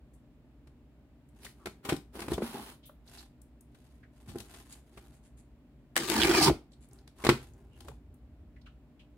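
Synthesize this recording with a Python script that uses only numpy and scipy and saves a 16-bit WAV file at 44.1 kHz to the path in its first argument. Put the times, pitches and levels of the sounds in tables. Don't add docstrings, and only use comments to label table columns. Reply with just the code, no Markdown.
import sys
import numpy as np
from scipy import signal
from scipy.fft import rfft, irfft
from scipy.io import wavfile
from scipy.ndimage import uniform_filter1d

SR = 44100
rng = np.random.default_rng(int(sys.argv[2]) if len(sys.argv) > 2 else 0)


def unload_audio(sound):
    columns = np.transpose(np.atleast_2d(sound))
    steps = np.round(np.clip(columns, -1, 1) * 32767)
    wavfile.write(sys.argv[1], SR, steps.astype(np.int16))


N = 404397
PIERCE_S, SLIT_S = 5.9645, 6.4


def amp(db):
    return 10 ** (np.asarray(db) / 20)


def evened(x):
    return x / np.sqrt(np.mean(x ** 2) + 1e-20)


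def unit(x):
    return evened(x) / np.sqrt(x.shape[-1])


def read(points, hz):
    f, value = np.transpose(points)
    return np.interp(np.log(hz + 1), np.log(f + 1), value)


def seconds(size):
    return np.arange(size) / SR


def progress(length_s):
    return np.linspace(0, 1, round(length_s * SR))


def controls(rows):
    times, *columns = np.transpose(rows)
    t = np.arange(times[0], times[-1], 1 / SR)
    fade = np.clip(np.minimum(t - t[0], t[-1] - t) / 0.00056, 0, 1)
    return times[0], fade, [np.interp(t, times, column) for column in columns]


def add(mix, start_s, sound):
    part = mix[:, max(round(start_s * SR), 0):][:, :sound.shape[-1]]
    part += sound[..., :part.shape[1]]


def panned(db):
    return amp(np.array([[.5], [-.5]]) * db)


def through(x, response):
    return signal.fftconvolve(np.atleast_2d(x), np.atleast_2d(response), axes=1)[:, :x.shape[-1]]


def ring_out(drive, response):
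    return signal.fftconvolve(drive, response[None], axes=1)


def colour(points, size=4096):
    log_gain = np.log(amp(read(points, abs(np.fft.fftfreq(size, 1 / SR)))))
    spectrum = np.exp(np.conj(signal.hilbert(log_gain)))
    return unit(np.fft.ifft(spectrum).real[:size // 2])


def resonance(hz, width_hz):
    f = np.geomspace(40, 20000, 300)
    detune = (f / hz - hz / f) * hz / width_hz
    return colour(np.transpose([f, -20 * np.log10(1 + detune ** 2 / 2)]))


# f/Hz, likeness (1 = the same)
LIKENESS = [(60, .96), (330, .96), (700, .8), (1300, .6), (2500, -.05), (5000, -.15), (12000, 0)]
def stereo_noise(size):
    left, other = rfft(rng.standard_normal((2, size)))
    same = np.clip(read(LIKENESS, np.fft.rfftfreq(size, 1 / SR)), -1, 1)
    right = same * left + np.sqrt(1 - same ** 2) * other
    return irfft(np.array([left, right]), size)


def snap(decay_s, size=4096, swell=0):
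    age = seconds(size) / max(decay_s, 1 / SR)
    rise = 1 - np.exp(-(age + 1e-3) / (swell + 1e-6))
    return unit(stereo_noise(size) * np.exp(-age) * rise)


def scrape(hz, width_hz, decay_s):
    return unit(through(snap(decay_s, size=8192, swell=0.98), resonance(hz, width_hz)))


def grains(size, per_s, spread_db, decay_s, spots=8):
    out = 0
    for _ in range(spots):
        strength = amp(spread_db * np.minimum(rng.exponential(1, size), 4))
        hits = rng.random(size) < per_s / spots / SR
        out = out + through(strength * hits, snap(decay_s, size=512))
    return evened(out)


def catches(size, depth_db, hold_s):
    wander = signal.lfilter([1], [1, -np.exp(-1 / (SR * hold_s))], rng.standard_normal(size))
    return evened(amp(depth_db * np.clip(evened(wander), -2, 2)))


# f/Hz, level/dB
AIR_COLOUR = [(25, -13), (48, -4), (70, -5.5), (92, -22.5), (125, -8), (180, -19), (250, -14), (500, -29.5),
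              (600, -28.5), (900, -35), (1300, -39.5), (2600, -43), (6000, -55.5), (16000, -59)]
# f/Hz, level/dB
HUM_TONES = [(59.5, -63), (119, -88), (241, -70), (291, -72.5), (606, -81.5), (7365, -103), (14729, -100)]
def background(air_db=-57.5):
    t = seconds(N)
    lag = np.array([[0], [0.035]])
    hum = sum(amp(db) * np.sqrt(2) * np.sin(2 * np.pi * (hz * t + rng.random() - lag))
              for hz, db in HUM_TONES)
    return amp(air_db) * through(stereo_noise(N), colour(AIR_COLOUR)) + hum


# t/s, base level/dB, f/Hz, decay/s
SMALL_SOUNDS = [(0.133, -67.5, 8750, 0.012), (1.286, -72.5, 8900, 0.0054), (1.463, -49, 1780, 0.0027),
                (1.588, -58, 1130, 0.04), (1.922, -31, 291, 0.0075), (2.422, -30.5, 231, 0.0082),
                (2.828, -56.5, 3350, 0.026), (2.854, -53, 11800, 0.014), (3.075, -58, 4180, 0.005),
                (3.178, -49.5, 4270, 0.013), (2.892, -55, 640, .004), (2.892, -58, 1280, 0.0037),
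                (3.416, -61, 9000, 0.0025), (3.608, -61.5, 9500, 0.003), (4.028, -58, 1750, 0.012),
                (4.725, -52, 7900, 0.0025), (6.35, -31, 2370, 0.0018), (6.719, -69.5, 4300, 0.0021),
                (6.732, -65, 3900, 0.0046), (6.887, -68, 10200, .0015), (6.911, -72, 6000, .0012),
                (6.932, -58.5, 8100, 0.0015), (6.987, -65.5, 4400, 0.0027), (7.074, -64, 4100, 0.0045),
                (7.19, -48, 1095, 0.034), (7.269, -34.5, 4250, 0.0018), (7.535, -69.5, 7000, .002),
                (7.882, -45, 480, .004), (7.885, -45, 135, 0.0085), (7.912, -55.5, 850, 0.0043),
                (8.14, -69, 10500, .004), (8.56, -62.5, 1950, 0.0092), (8.613, -68.5, 4200, 0.0051),
                (8.658, -57, 2890, 0.012), (8.662, -57.5, 1390, 0.012), (8.992, -58, 2860, 0.014)]
def ticks(boost_db=26):
    out = np.zeros((2, N))
    for start, db, hz, decay in SMALL_SOUNDS:
        width = hz * .29 * (hz / 3500) ** .3
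        splash = amp(-13) * scrape(hz, 5 * width, decay)
        add(out, start, amp(db + boost_db) * (scrape(hz, width, decay) + splash))
    return out


# f/Hz, relative level/dB, time to fade by 60 dB/s
BOX_NOTES = [(73.4, -23, 0.35), (137, -3, 0.12), (163.6, -18, 0.18), (226, -5.5, 0.016),
             (247.6, -1.5, 0.035), (293, -1, 0.021), (350, -2.5, 0.017), (367, -2.5, 0.054),
             (394, -16.5, 0.2), (469, -20.5, 0.13), (675, -11, 0.032), (788, -16.5, 0.18),
             (920, -23.5, 0.043), (1032, -23, 0.16), (1170, -24.5, 0.08), (1350, -19, 0.055)]
def box_ring(bass_db=-9, size=12000):
    t = np.maximum(seconds(size) - np.array([[.00012], [0]]), 0)
    return unit(-sum(amp(db + bass_db * (hz < 150) - 60 * t / fade_s) * np.sin(2 * np.pi * hz * t)
                     for hz, db, fade_s in BOX_NOTES))


def lid_push(hz=350, decay_s=0.0026, size=12000):
    t = seconds(size)
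    return unit(-np.sin(2 * np.pi * hz * t) * t * np.exp(-t / decay_s))


# f/Hz, level/dB
CARD_COLOUR = [(200, -17.5), (450, -0.5), (600, -5), (720, -0.5), (920, -3.5), (1200, -1.5), (1550, -3),
               (1750, -5), (2300, -3.5), (2900, -10.5), (4300, -19), (7000, -49)]
TAPE_COLOUR = [(1500, -20), (3000, -1.5), (4300, -2), (6500, -8.5), (9000, -7.5), (12000, -13),
               (16000, -20.5)]
# t/s, base level/dB, weight/dB, decay/s
BOX_KNOCKS = [(0.671, -65, -1, 0.0047), (1.446, -52, -13, 0.0074), (1.6572, -41, -2, 0.0035),
              (1.668, -41.5, 3, 0.0037), (1.849, -45, -6.5, 0.0055), (1.889, -30.5, -1.5, 0.0094),
              (1.923, -40.5, 18.5, 0.0019), (1.928, -46, -7, 0.0015), (1.963, -57, -15.5, 0.0043),
              (2.191, -44, 1.5, 0.0057), (2.217, -41.5, 0, 0.0073), (2.204, -49.5, -9, 0.0023),
              (2.2816, -41.5, 5.5, 0.0031), (2.3185, -44.5, 18.5, 0.0025), (2.332, -46.5, -12, .006),
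              (2.379, -44, 12, 0.0025), (2.4201, -44, 9, 0.0063), (3.745, -64, -3, .007),
              (5.9645, -32, -11, .0012), (4.283, -55, -9.5, 0.015), (4.3484, -79, 36, 0.0035),
              (4.357, -78.5, 44.5, 0.0045), (4.384, -63, -22.5, 0.0022), (4.401, -56.5, -16.5, 0.0043),
              (4.54, -53.5, -1.5, 0.0068), (4.973, -52.5, 0.5, 0.0065), (5.956, -42, -6, 0.0048),
              (5.9707, -36.5, -4, 0.00095), (5.977, -34, -8.5, 0.00089), (6.034, -40.5, -0.5, 0.0011),
              (6.0853, -41.5, -3, 0.0016), (6.0996, -36.5, -14.5, 0.0012), (6.1181, -32, -1.5, 0.0016),
              (6.1783, -34, 0, 0.0021), (6.25, -31, -1.5, 0.0034), (6.311, -31, 5.5, 0.0025),
              (6.3487, -32.5, 3.5, 0.0013), (6.4778, -30.5, 1, 0.0061), (6.499, -38.5, 7, 0.0022),
              (7.076, -61.5, -8, 0.0023), (7.2391, -37, 2.5, 0.0041), (7.249, -31.5, -0.5, 0.0013),
              (7.253, -33.5, 3.5, 0.0032), (7.2665, -28.5, 5, 0.0015), (7.2901, -19, 6.5, 0.0036),
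              (7.2984, -28, 4, 0.002), (7.805, -60.5, -13, 0.0027), (7.883, -49.5, -1.5, 0.0029)]
def knocks(thump_db=22, boom_db=19, wall_db=17, crack_db=26, tick_db=20):
    out = np.zeros((2, N))
    card, tape = colour(CARD_COLOUR), colour(TAPE_COLOUR)
    give = amp(-8) * lid_push()
    shut, slit = box_ring(bass_db=-13.5) + give, box_ring(bass_db=0) + give
    for start, db, weight, decay in BOX_KNOCKS:
        add(out, start, amp(db + weight + thump_db) * (shut if start < SLIT_S else slit))
        if start < PIERCE_S:
            add(out, start, amp(db + weight + boom_db) * scrape(hz=220, width_hz=130, decay_s=0.005))
        walls = scrape(hz=448.6, width_hz=1800, decay_s=0.0071)
        add(out, start, amp(db + 0.45 * weight + wall_db) * walls)
        add(out, start, amp(db + crack_db) * through(snap(decay, swell=0.81), card))
        tick = through(snap(decay, swell=0.99), tape)
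        add(out, start, amp(db - 0.86 * weight + tick_db) * panned(7.5) * tick)
    return out


# f/Hz, level/dB
SKIN_COLOUR = [(150, 5), (300, -3), (800, 7.5), (1500, 6), (3000, 4.5), (4500, 0.5), (6000, -1), (9000, 3),
               (13000, -1.5), (16000, -20.5)]
# t/s, length/s, sliding level/dB, pressing level/dB
TOUCHES = [(3.03, .26, -58, -60), (3.66, .4, -74, -74), (1.32, .2, -71, -66), (1.48, .36, -76, -65),
           (4.1, .2, -72, -68), (4.255, .09, -63, -52), (4.29, .21, -59, -54), (4.45, .2, -57, -56),
           (4.58, .27, -65, -66), (4.8, .45, -70, -60), (6.84, .24, -77, -59), (7.15, .18, -59, -53),
           (7.2, .33, -59, -54), (7.45, .3, -82, -59), (7.68, .32, -68.5, -57)]
def brushes(crinkle_db=-7, box_db=-3, rumble_db=-2):
    touch = np.zeros((2, N))
    for start, length, slide_db, press_db in TOUCHES:
        swell = abs(np.sin(np.pi * progress(length))) ** 1.5
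        add(touch, start, amp([[slide_db], [press_db]]) * swell)
    sliding, pressing = touch
    slips = grains(N, per_s=3800, spread_db=9.5, decay_s=0.0032, spots=5)
    crinkles = grains(N, per_s=260, spread_db=1, decay_s=0.0022, spots=3)
    skin = through(slips * sliding, colour(SKIN_COLOUR))
    tape = amp(crinkle_db) * through(crinkles * sliding, colour(TAPE_COLOUR))
    stir = slips[:1] * pressing
    walls = colour([(25, -7.5), (50, -1.5), (75, 17), (130, -5.5), (300, 7), (900, -36.5)])
    return skin + tape + amp(box_db) * through(stir, box_ring()) + amp(rumble_db) * through(stir, walls)


def box_drone(drive, bass_db=-9):
    return signal.fftconvolve(drive[:1], box_ring(bass_db), axes=1)


# f/Hz, level/dB
RUB_COLOUR = [(250, -2), (550, -7), (850, 8), (1400, 3), (2000, -1), (3200, -5), (5500, -16)]
HISS_COLOUR = [(1500, -6.5), (3000, 1), (4500, -1), (6500, -9), (9500, -1.5), (13000, -8), (16000, -15)]
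# t/s, length/s, rub level/dB, weight/dB, hiss above the rub/dB
SLIDES = [(1.39, 0.19, -71, 15, 16), (1.818, 0.2, -45, 3, -16), (2.114, 0.34, -52.5, 8.5, -3),
          (2.28, 0.12, -44, 11.5, 0.5), (2.389, 0.42, -49, 3.5, -1), (2.503, 0.16, -50, 4, -9)]
def shoves(rise_s=0.054, fall_s=0.13, slowing_db_per_s=25):
    out = np.zeros((2, N))
    for start, length, db, weight, hiss_db in SLIDES:
        t = seconds(round(length * SR))
        ramp = np.clip(np.minimum(t / rise_s, (length - t) / fall_s), 0, 1)
        speed = np.sin(np.pi / 2 * ramp) ** 3 * amp(-slowing_db_per_s * t)
        grit = grains(SR, per_s=3500, spread_db=2, decay_s=0.00048)
        grit *= catches(SR, depth_db=-1.5, hold_s=0.0049)
        grit = amp(db) * speed * grit[:, :len(t)]
        add(out, start, box_drone(grit * amp(weight - 1 - t)))
        add(out, start, ring_out(grit, colour(RUB_COLOUR)))
        add(out, start, ring_out(grit * amp(hiss_db), colour(HISS_COLOUR)))
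    return out


def gliding(x, hz, width_hz):
    turn = np.exp(2j * np.pi * np.cumsum(hz) / SR)
    memory = np.exp(-np.pi * width_hz / SR)
    x = x / turn
    for _ in range(2):
        x = signal.lfilter([1 - memory], [1, -memory], x)
    return (x * turn).real


# t/s, length/s, level/dB, start f/Hz, end f/Hz, width/Hz
DRAGS = [(2.279, 0.071, -40.5, 115, 75, 70), (2.33, 0.033, -51, 3370, 3340, 500),
         (2.52, .12, -49, 267, 220, 131), (2.525, .1, -50.5, 880, 820, 170),
         (2.556, 0.084, -61, 1040, 1070, 130), (4.274, 0.058, -45, 129, 55, 60),
         (4.27, .16, -54, 210, 200, 70), (4.715, 0.034, -60.5, 4200, 3600, 3500),
         (6.099, 0.18, -34.5, 274, 257, 120), (6.172, 0.18, -40.5, 70.4, 75, 50),
         (6.246, 0.046, -41.5, 1174, 1160, 60), (6.25, .05, -42, 2420, 2380, 80),
         (6.261, .06, -25.5, 380, 330, 45), (6.338, 0.024, -35, 960, 806, 350),
         (6.334, .07, -36.5, 2445, 2340, 110), (6.355, 0.058, -34, 4987, 4770, 1200),
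         (6.367, .065, -29, 380, 310, 45), (6.399, .125, -29.5, 118, 140, 44.9),
         (6.406, .045, -32, 765, 832, 120), (6.406, 0.07, -28, 4705, 5140, 1594),
         (6.413, 0.052, -32, 9360, 8370, 3480), (6.46, .035, -29.5, 870, 930, 150),
         (6.468, 0.047, -25.5, 375, 350, 44.9), (6.489, 0.046, -33, 85, 55.3, 34.95),
         (7.293, 0.039, -29, 370, 320, 140.3), (7.711, .08, -72.5, 2830, 2860, 400),
         (7.859, 0.023, -61, 750, 650, 301)]
def judders(lead_in=2000):
    out = np.zeros((2, N))
    for start, length, db, start_hz, end_hz, width in DRAGS:
        along = progress(length)
        hz = np.pad(start_hz + (end_hz - start_hz) * along, (lead_in, 0), "edge")
        slips = stereo_noise(len(hz)) * catches(len(hz), depth_db=3.5, hold_s=.0012)
        ring = gliding(slips, hz, width)[:, lead_in:]
        swell = abs(np.sin(np.pi * along)) ** 0.54
        add(out, start, amp(db) * evened(ring * swell))
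    return out


# t/s, level/dB, start f/Hz, end f/Hz, length/s
BUCKLES = [(2.2825, -33, 1600, 230, .009), (2.3795, -27.5, 1150, 200, .013), (2.4045, -36, 750, 200, .01),
           (2.42, -24.5, 950, 170, .009), (5.9645, -24, 2600, 600, .0035), (6.4965, -20, 1400, 400, .006),
           (6.501, -17, 380, 320, .015), (7.2675, -20, 2200, 300, .004), (7.2905, -15, 2600, 400, .003)]
def pops():
    out = np.zeros((2, N))
    for start, db, start_hz, end_hz, length in BUCKLES:
        fall = progress(length) ** .75
        uneven = catches(len(fall), depth_db=1.5, hold_s=.001)
        hz = uneven * start_hz * (end_hz / start_hz) ** fall
        chirp = np.sin(2 * np.pi * np.cumsum(hz) / SR)
        add(out, start, amp(db) * chirp * np.sqrt(abs(np.sin(np.pi * fall))))
    return out


# f/Hz, level/dB
SCRATCH_COLOUR = [(4500, -7), (5900, -13), (6700, -1), (8500, -0.5), (11000, -6), (15000, -30)]
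# t/s, length/s, level/dB
SEAM_SCRATCHES = [(4.688, .04, -57), (4.715, .03, -54.5), (5.125, .07, -71), (5.225, .07, -68),
                  (5.368, .05, -64.5), (6.71, .04, -70), (6.8, .07, -66)]
def scratches():
    out = np.zeros((2, N))
    for start, length, db in SEAM_SCRATCHES:
        swell = np.sin(np.pi * progress(length))
        grit = grains(SR // 4, per_s=1300, spread_db=0.5, decay_s=0.00046)[:, :len(swell)]
        add(out, start, ring_out(amp(db) * swell * grit, colour(SCRATCH_COLOUR)))
    return out


def patchy(x, depth_db):
    bands = signal.stft(x, SR, nperseg=512, noverlap=384)[2]
    patches = rng.standard_normal(bands.shape[1:])
    patches = uniform_filter1d(uniform_filter1d(patches, 5, axis=0), 5, axis=1)
    varied = signal.istft(bands * amp(depth_db * evened(patches)), SR, nperseg=512, noverlap=384)[1]
    return evened(varied[:, :x.shape[1]])


def snapping_fibres(fade, near_s=0.00047, far_s=.0021):
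    t = seconds(len(fade))
    fine = grains(len(t), per_s=2600, spread_db=0.5, decay_s=0.00099, spots=12)
    lag = np.linspace(near_s, far_s, len(t))
    echo = np.array([np.interp(t - lag, t, side) for side in fine])
    fine = fade * evened(fine + .33 * echo)
    cracks = fade * grains(len(t), per_s=170, spread_db=3, decay_s=0.0004, spots=6)
    bunches = catches(len(t), depth_db=1.5, hold_s=0.002)
    return fade * patchy(fine * bunches + .3 * cracks, depth_db=2.3)


# f/Hz, level/dB
RASP_COLOUR = [(450, -39.5), (570, -28.5), (650, 6.5), (800, 3.5), (910, 6), (990, -2), (1040, 5),
               (1090, -3), (1185, 10), (1300, 2.5), (2000, -26)]
CRACKLE_COLOUR = [(900, -30), (1450, 6.5), (1700, 4), (2100, 1), (2420, 3), (2900, -1), (3500, -3),
                  (5000, -30)]
TEAR_COLOUR = [(1800, -10), (3000, 2.5), (4000, 3), (5000, 0.5), (6500, -5.5), (9000, -6), (12000, -12.5),
               (16000, -16.5)]
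# t/s, cutting level/dB, tug level/dB, tear left minus right/dB, crackle above cutting/dB
KNIFE_STROKE = [(5.972, -27.5, -39.5, 15.5, -4.5), (5.995, -42, -33, 1, -1.5), (6.04, -38.5, -36, 4, -6),
                (6.075, -42.5, -42.5, 9.5, -10), (6.088, -36.5, -32, 7.5, -2.5),
                (6.16, -34.5, -31.5, 2.5, -1.5), (6.2, -30, -28.5, -4.5, -2.5),
                (6.235, -28.5, -24.5, -3.5, -1.5), (6.285, -32, -25, 6.5, -1), (6.33, -31.5, -27.5, 1.5, 4),
                (6.352, -28.5, -27, 2, -1.5), (6.405, -29, -29.5, -1, -4.5),
                (6.428, -26.5, -29.5, -4, -7.5), (6.462, -28.5, -27, -1, -6.5),
                (6.482, -28.5, -27.5, -3.5, -6.5), (6.505, -40, -30, 3, -6)]
def knife(box_db=-4, lid_db=-7, rasp_db=-6, tear_db=-1, rasp_db_per_s=10):
    out = np.zeros((2, N))
    add(out, PIERCE_S, scrape(hz=1717.5, width_hz=199, decay_s=0))
    start, fade, (cut_db, tug_db, side_db, taut_db) = controls(KNIFE_STROKE)
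    t = seconds(len(fade))
    fibres = amp(cut_db) * snapping_fibres(fade)
    tugs = fade * grains(len(t), per_s=2500, spread_db=3, decay_s=0.00024)
    bass_cut = signal.butter(2, 190, "highpass", fs=SR, output="sos")
    tugs = signal.sosfilt(bass_cut, tugs) * amp(tug_db + box_db)
    freed = np.clip((start + t - SLIT_S) / .05 + .5, 0, 1)
    add(out, start, box_drone(tugs * (1 - freed)) + box_drone(tugs * freed, bass_db=0))
    drag = fade * amp(tug_db + lid_db) * rng.standard_normal((1, len(t)))
    add(out, start, ring_out(drag, resonance(hz=331, width_hz=68)))
    rasp = fibres * amp(rasp_db + rasp_db_per_s * (t - t.mean()))
    add(out, start, ring_out(rasp, colour(RASP_COLOUR)))
    add(out, start, ring_out(fibres * amp(taut_db), colour(CRACKLE_COLOUR)))
    add(out, start, ring_out(fibres * amp(tear_db) * panned(side_db), colour(TEAR_COLOUR)))
    return out


# t/s, level/dB, start f/Hz, end f/Hz, length/s
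BLADE_SQUEAKS = [(6.2168, -16.5, 2090, 4170, .0045), (6.2245, -21, 2100, 4000, .0035),
                 (6.2332, -14, 1500, 3900, .0025)]
def squeaks():
    out = np.zeros((2, N))
    for start, db, start_hz, end_hz, length in BLADE_SQUEAKS:
        rise = np.sqrt(progress(length))
        hz = start_hz + (end_hz - start_hz) * rise
        tone = np.sin(2 * np.pi * np.cumsum(hz) / SR)
        add(out, start, amp(db) * tone * np.sin(np.pi * rise))
    return out


# t/s, level/dB
FLAP_HOLD = [(7.33, -56), (7.8, -55), (8.45, -55), (8.8, -62)]
def flap_rumble():
    out = np.zeros((2, N))
    start, fade, (db,) = controls(FLAP_HOLD)
    tremble = fade * amp(db) * rng.standard_normal((1, len(fade)))
    add(out, start, ring_out(tremble, resonance(hz=64, width_hz=40)))
    return out


# f/Hz, level/dB
ECHO_COLOUR = [(100, -2), (300, -2.5), (650, -5), (1500, -3.5), (4000, -1), (12000, 0)]
# f/Hz, time to fade by 60 dB/s
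ECHO_FADE = [(100, .28), (300, .22), (800, .23), (2000, .24), (5000, .235), (13000, .22)]
def room(x, echo_db, size=20000, dip_hz=100):
    notched = signal.lfilter(*signal.iirnotch(dip_hz, Q=5.3, fs=SR), x)
    x = x + 0.72 * (notched - x)
    onset = np.clip((seconds(size) - .003) / 0.0051, 0, 1)
    hz, t, bands = signal.stft(stereo_noise(size) * onset, SR, nperseg=256)
    tail_db = read(ECHO_COLOUR, hz)[:, None] - 60 * t / read(ECHO_FADE, hz)[:, None]
    tail = signal.istft(bands * amp(tail_db), SR, nperseg=256)[1]
    return x + amp(echo_db) * through(x, unit(tail))


def scene():
    handling = knocks() + pops() + ticks() + scratches() + shoves() + brushes() + flap_rumble()
    handling = room(handling, echo_db=-7.5)
    cutting = room(knife() + squeaks() + judders(), echo_db=-17)
    return handling + cutting + background()


# f/Hz, left minus right level/dB
MIC_BALANCE = [(100, 0), (1200, .8), (2500, 0), (4400, -4), (8000, 4), (15000, 5)]
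def record(dry, low_hz=48, high_hz=15900):
    dry = signal.sosfilt(signal.butter(5, low_hz, "highpass", fs=SR, output="sos"), dry)
    balance = panned(read(MIC_BALANCE, np.fft.rfftfreq(N, 1 / SR)))
    heard = irfft(rfft(dry) * balance, N)
    treble_cut = signal.firwin(511, high_hz, window=("kaiser", 9), fs=SR)
    return signal.oaconvolve(heard, treble_cut[None], "same")


dry = scene()
out = record(dry)
unload_audio(out)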